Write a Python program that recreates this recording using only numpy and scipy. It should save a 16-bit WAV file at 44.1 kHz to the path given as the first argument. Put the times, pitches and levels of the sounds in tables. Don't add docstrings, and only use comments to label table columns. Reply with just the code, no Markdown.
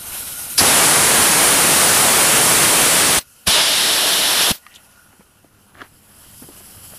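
import sys
import numpy as np
from scipy import signal
from scipy.io import wavfile
from scipy.ndimage import uniform_filter1d

SR = 44100
rng = np.random.default_rng(int(sys.argv[2]) if len(sys.argv) > 2 else 0)


def wav_out(sig):
    wavfile.write(sys.argv[1], SR, np.round(np.clip(np.atleast_2d(sig).T, -1, 1) * 32767).astype(np.int16))


N = 308189

# start_s [s], leak_db [dB], yard_db [dB]
AROUND_LEVELS = [(0.0, -32.5, -47), (0.15, -27.5, -40.5), (0.56, -28, -45), (3.24, -37, -45),
                 (4.83, -39, -44), (5.54, -49, -51), (5.98, -47, -48.5), (6.35, -37, -46.5),
                 (6.65, -38, -46), (6.99, -37, -47)]


def gain_of(db):
    return 10 ** (np.asarray(db) / 20)


def evened(x):
    return x / np.sqrt(np.mean(x ** 2) + 1e-20)


def read(points, hz):
    f, value = np.transpose(points)
    return np.interp(np.log(hz + 1), np.log(f + 1), value)


def add(mix, s, sound):
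    part = mix[round(s * SR):][:len(sound)]
    part += sound[:len(part)]


def resonate(x, hz, width):
    r = np.exp(-np.pi * width / SR)
    pole = r * np.exp(2j * np.pi * hz / SR)
    return 2 * signal.lfilter([1 - r], [1, -pole], x).real


def ring(x, hz, width):
    return evened(resonate(resonate(x, hz, width), hz, width))


def bump(hz, centre, octaves):
    return np.exp(-.5 * (np.log2((hz + 1) / centre) / octaves) ** 2)


def swell(length, hz, width, db, rise):
    u = np.linspace(0, 1, round(length * SR))
    rise = np.clip(rise, .05, .9)
    shape = np.sin(.5 * np.pi * np.minimum(u / rise, (1 - u) / (1 - rise))) ** 2
    settled = ring(rng.standard_normal(len(u) + 500), hz, width)[500:]
    return gain_of(db) * settled * shape


def turbulence(count, colour, patchy_db, flicker_db):
    frames = count // 256 + 5
    hz = np.fft.rfftfreq(1024, 1 / SR)[:, None]
    at = np.arange(frames) * 256 / SR
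    real, imaginary, patches = rng.standard_normal((frames, 513, 3)).T
    patches = uniform_filter1d(patches, size=14, axis=0)
    patches = evened(uniform_filter1d(patches, size=12, axis=1))
    flicker = evened(uniform_filter1d(rng.standard_normal(frames), size=6))
    level_db = colour(hz, at) + patchy_db * patches + flicker_db * flicker
    spectra = (real + 1j * imaginary) * gain_of(level_db)
    return evened(signal.istft(spectra, nperseg=1024, noverlap=768)[1][:count])


def machine_rumble():
    # [dB per Hz, relative]
    rumble_colour = [(12, -43), (25, -13.5), (45, -11.5), (80, -9), (110, -7.5), (162, -14), (220, -11.5),
                     (600, -23), (780, -47.5), (1320, -120)]
    # pitch_hz [Hz], width_hz [Hz, of each of two in a row], level_db [dB re rumble]
    hum_tones = [(65.8, 5.5, -13), (99, 4.5, -8.5), (139.7, 6.3, -9.5), (201, 13, -8)]
    rumble_db = -47.5
    low = turbulence(N, lambda hz, at: read(rumble_colour, hz), patchy_db=1.0, flicker_db=1.5)
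    hum = sum(gain_of(db) * ring(rng.standard_normal(N), hz, width) for hz, width, db in hum_tones)
    return gain_of(rumble_db) * (low + hum)


def machine_whine():
    # pitch_hz [Hz], fuzz_width_hz [Hz, of each of two resonances], fuzz [factor, rms re tone]
    whine_tone = (1430, 150, 1.2)
    # start_s [s], level_db [dB]
    whine_level = [(0, -46.5), (.56, -46.5), (3.3, -51), (4.72, -48), (4.8, -47), (4.93, -52), (5.0, -42),
                   (5.07, -45), (5.11, -54), (5.9, -62), (6.99, -63)]
    pitch, width, fuzz = whine_tone
    waver_hz = 18.1 * evened(uniform_filter1d(rng.standard_normal(N), size=1500))
    sine = np.sqrt(2) * np.sin(2 * np.pi * np.cumsum(pitch + waver_hz) / SR)
    tone = sine + fuzz * ring(rng.standard_normal(N), pitch, width)
    level_db = np.interp(np.arange(N) / SR, *np.transpose(whine_level))
    return gain_of(level_db) * evened(tone)


def yard_wash():
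    # [dB per Hz, relative]
    yard_colour = [(180, -30), (300, -15), (629, -7), (819, -6.5), (1150, -7), (1260, -6), (1420, -6.5),
                   (2240, -14), (2980, -12), (4200, -19), (5460, -56.5), (9240, -120)]
    wash = turbulence(N, lambda hz, at: read(yard_colour, hz), patchy_db=1.5, flicker_db=1.5)
    start_s, _, yard_db = np.transpose(AROUND_LEVELS)
    return gain_of(np.interp(np.arange(N) / SR, start_s, yard_db)) * wash


def coupling_leak():
    # [dB per Hz, relative]
    close_by = [(1290, -28), (2200, -15), (2980, -10), (3560, -13.5), (3960, -10), (4370, -13.5),
                (5190, -10.5), (7250, -11.5), (8400, -6), (10600, -2.5), (12400, -3.5), (14600, -16),
                (15500, -23)]
    behind_bumper = [(1290, -54), (2200, -23.5), (2630, -5), (3100, -6), (3420, -21), (4160, -11),
                     (5100, -7.5), (7250, -9.5), (7490, -8), (9190, -7.5), (10100, -2.5), (11100, -3),
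                     (15500, -15.5)]
    step_away = [(1290, -42.5), (2200, -20.5), (2930, -6.5), (3150, -6), (3500, -16.5), (5060, -7),
                 (6360, -13), (7800, -6), (9420, -7.5), (10300, 0), (10900, -0.5), (14800, -12),
                 (15500, -18)]
    step_back_s, swing_s, swing_length_s = 2.3, 5.44, 0.67
    echo_s, echo_drift, echo_db = .00095, -.00018, 0.3

    def colour(hz, at):
        turned = np.clip((at - swing_s) / swing_length_s, 0, 1)
        later = (1 - turned) * read(behind_bumper, hz) + turned * read(step_away, hz)
        comb = echo_db * np.cos(2 * np.pi * hz * (echo_s + echo_drift * at))
        return np.where(at < step_back_s, read(close_by, hz) + comb, later)

    hiss = turbulence(N, colour, patchy_db=1.2, flicker_db=1.0)
    start_s, leak_db, _ = np.transpose(AROUND_LEVELS)
    return gain_of(np.interp(np.arange(N) / SR, start_s, leak_db)) * hiss


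def add_rustles_and_buffeting(mix):
    noise_swells = [(0.113, 0.049, 2500, 2500, -40), (.265, 0.046, 3000, 3500, -35.5),
                    (4.6, 0.3, 1900, 300, -41.5), (4.679, 0.19, 2700, 900, -40),
                    (4.739, 0.013, 3500, 2500, -31), (4.753, 0.03, 3380, 900, -28.5),
                    (4.746, 0.033, 7000, 6000, -30.5), (5.191, .05, 1800, 2000, -46),
                    (6.418, .05, 1100, 1200, -41.5), (6.098, 0.85, 60, 90, -48), (6.7, 0.33, 85, 40, -45)]
    for start_s, *settings in noise_swells:
        add(mix, start_s, swell(*settings, rise=0.23))


def knock(db, hz):
    t60_s, t60_hz, damping = 0.047, 300, 0.52
    tick_db, tick_t60_s, attack_s = -8.5, 0.014, 0.00098
    t = np.arange(0, .08, 1 / SR)
    rough, click = rng.standard_normal((len(t), 2)).T
    tone = np.sin(2 * np.pi * hz * t) + 0.48 * ring(rough, hz * 1.7, hz * 1.3)
    decay = gain_of(-60 * t / t60_s * (hz / t60_hz) ** damping)
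    tick = ring(click, 900 + hz, 2500) * gain_of(tick_db - 60 * t / tick_t60_s)
    return gain_of(db) * (tone * decay + tick) * np.minimum(t / attack_s, 1)


def add_knocks(mix):
    knocks = [(4.665, -15, 1220), (5.127, -31, 797), (5.133, -33, 240), (5.194, -29, 190),
              (5.207, -31, 500), (5.444, -30.5, 299.6), (5.746, -32, 1500), (5.817, -16, 1390),
              (5.82, -23, 404), (6.421, -24, 249), (6.44, -30, 150.3), (6.487, -26, 345), (6.5, -31, 280),
              (6.605, -34, 382), (6.921, -34, 120), (6.935, -31, 596), (6.984, -26.5, 334)]
    for start_s, db, hz in knocks:
        add(mix, start_s, knock(db, hz))


def scrape():
    # [dB, relative]
    body_modes = [(300, 180, -3), (620, 660, -1.5), (1130, 340, -0.5), (1630, 330, 0.5), (2820, 600, -10)]
    length_s, scrape_db, slip_count = .068, -35, 15
    quicken, growth_db, scatter_db, jitter_s = 0.83, 11, 0.5, .001
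    rub_hz, rub_width_hz, rub_db, rub_tail_s = 1200, 2500, -35, 0.079
    u = np.linspace(0, 1, slip_count)
    noise = rng.standard_normal((slip_count, 122))
    starts = length_s * u ** quicken + jitter_s * abs(noise[:, 1])
    levels_db = growth_db * u ** 2 + scatter_db * noise[:, 0]
    jolts = np.zeros(round(.2 * SR))
    for start_s, level_db, grit in zip(starts, levels_db, noise[:, 2:]):
        fade_db = np.arange(120) * 0.26
        add(jolts, start_s, gain_of(level_db - fade_db) * grit)
    sound = sum(gain_of(db) * ring(jolts, hz, width) for hz, width, db in body_modes)
    sound = gain_of(scrape_db) * evened(sound)
    rub_s = length_s + rub_tail_s
    add(sound, 0, swell(rub_s, rub_hz, rub_width_hz, rub_db, rise=length_s / rub_s))
    return sound


def add_puffs(mix):
    puffs = [(.609, 60, -13), (3.167, 30, -15), (3.468, 30, -11), (3.471, 149.7, -8), (4.499, 170, -8),
             (4.502, 25, -18)]
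    for start_s, hz, db in puffs:
        add(mix, start_s, swell(0.031, hz, 60 + 0.85 * hz, db, rise=.4))


def burst(aim, jet_spectrum, modes, valve):
    # [dB per Hz, relative]
    trapped_colour = [(59, -38), (100, -7), (998, -8), (1840, -5), (4660, 0), (6810, -7), (12600, -2),
                      (15500, -2.5)]
    # pitch_hz [Hz], width_hz [Hz, of each of two resonances], level_db [dB re whistle]
    whistle_tones = [(4800, 1900, 2), (10750, 1400, -0.5)]
    rise_db_per_s, fall_db_per_s = 2800, 2200
    trapped_db, trapped_fade_db_per_s, emptied_db_per_s = -13, 315, 1200
    treble_db, treble_dip_db, treble_s = 3.5, -8.5, 0.59
    whistle_lead_s, whistle_rise = .009, 0.35
    s, level_db, roar_db, hollow_db, peak_hz = np.transpose(aim)
    opens, shuts, whistle_s, whistle_db, empty_s = valve
    start = opens - .03
    t = np.arange(start, shuts + 0.13, 1 / SR)

    def colour(hz, at):
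        now = at + start
        roar, hollow, peak = (np.interp(now, s, column) for column in (roar_db, hollow_db, peak_hz))
        since_open = np.maximum(now - opens, 0)
        fizz = treble_db + treble_dip_db * np.exp(-since_open / treble_s)
        moved = hz * (1 + bump(hz, 10020, 0.404) * (peak.mean() / peak - 1))
        lift = sum(db * np.exp(-2 * ((hz - f) / width) ** 2) for f, width, db in modes)
        aimed = roar * bump(hz, 400, 1.85) + hollow * bump(hz, 3600, 0.85)
        return read(jet_spectrum, moved) + lift + aimed + fizz * bump(hz, 15600, 0.25)

    jet = turbulence(len(t), colour, patchy_db=0.58, flicker_db=0.32)
    trapped = turbulence(len(t), lambda hz, at: read(trapped_colour, hz), patchy_db=1.0, flicker_db=3.5)
    after = np.maximum(t - shuts, 0)
    gate_db = -rise_db_per_s * np.maximum(opens - t, 0) - fall_db_per_s * after
    emptied = np.maximum(after - empty_s, 0)
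    fade_db = trapped_db - trapped_fade_db_per_s * after - emptied_db_per_s * emptied
    air = gain_of(gate_db) * jet + (t > shuts - .01) * gain_of(fade_db) * trapped
    out = gain_of(np.interp(t, s, level_db)) * air
    for hz, width, db in whistle_tones:
        whistle = swell(whistle_s, hz, width, whistle_db + db, whistle_rise)
        add(out, opens - start - whistle_lead_s, whistle)
    return start, out


def add_bursts(mix):
    # [Hz, nozzle peak; its drift about its mean counts]
    aims = [
        [(.585, -6, -12.5, 3, 10600), (.61, 2.5, 4, -0.5, 10800), (.66, 3, 0, 1.5, 10500), (1., 3, 0, 0, 9800),
         (2.5, 3, 0, 0, 9560), (3.18, 0.5, 0.7, 3, 9500)],
        [(3.48, 4, 1, -3, 10100), (3.52, 1.8, -2.5, 2, 10200), (3.58, -0.1, 5, 3.5, 9800),
         (3.65, -1.5, 0.8, 3.5, 9970), (3.98, -0.6, 0.5, 0.5, 10330), (4.45, -0.3, 1.5, 1.1, 10200),
         (4.51, 1.5, 1, -1.2, 10500)],
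    ]
    # opens_s [s], shuts_s [s], whistle_length_s [s], whistle_db [dB], empty_s [s after shutting]
    valves = [(.583, 3.188, 0.059, -4.5, 0.038), (3.473, 4.516, 0.034, -8.5, 0.07)]
    # [dB per Hz, relative]
    flat_jet = [(15, -52), (25, -30.5), (104, -3), (331, -0.5), (1050, 0), (4750, -6), (7100, -5),
                (9810, 0), (14300, -15), (15500, -18.5)]
    hollow_jet = [(15, -52), (25, -23.5), (482, -7), (552, -9.5), (631, -5), (2120, -8.5), (3630, -0.5),
                  (6550, -10.5), (10600, -7), (13900, -16.5), (15500, -46)]
    # pitch_hz [Hz], width_hz [Hz, two standard deviations], lift_db [dB]
    flat_modes = [(2980, 430, 1), (8240, 1200, 0.5), (10350, 900, 1.5), (14850, 900, -0.5)]
    hollow_modes = [(610, 67, 2.5), (1680, 520, 3.), (2980, 280, 3), (3290, 190, 1), (5430, 610, 3),
                    (10950, 1600, 3)]
    for settings in zip(aims, (flat_jet, hollow_jet), (flat_modes, hollow_modes), valves):
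        add(mix, *burst(*settings))


def scene():
    mix = machine_rumble() + machine_whine() + yard_wash() + coupling_leak()
    add_rustles_and_buffeting(mix)
    add_knocks(mix)
    add(mix, 5.752, scrape())
    add_puffs(mix)
    add_bursts(mix)
    return np.array([mix, mix])


def record(dry):
    overload_db, edge_hz = 10, 15440
    duck_from_db, duck_most_db, duck_attack_s, recover_db_per_s = -27, 14, 0.013, 4
    sensed = gain_of(overload_db) * np.tanh(dry / gain_of(overload_db))
    power = signal.lfilter(np.ones(400) / 400, 1, sensed[0] ** 2)
    power_db = 10 * np.log10(power + 1e-12)
    recover = np.arange(N) * recover_db_per_s / SR
    over_db = np.clip(power_db - duck_from_db, 0, duck_most_db)
    wanted_db = np.maximum.accumulate(over_db + recover) - recover
    r = np.exp(-1 / (duck_attack_s * SR))
    ducked = sensed / gain_of(signal.lfilter([1 - r], [1, -r], wanted_db))
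    low_pass = signal.firwin(1023, edge_hz, window=("kaiser", 12), fs=SR)
    return signal.oaconvolve(np.clip(ducked, -1, 1), low_pass[None], "same")


dry = scene()
out = record(dry)
wav_out(out)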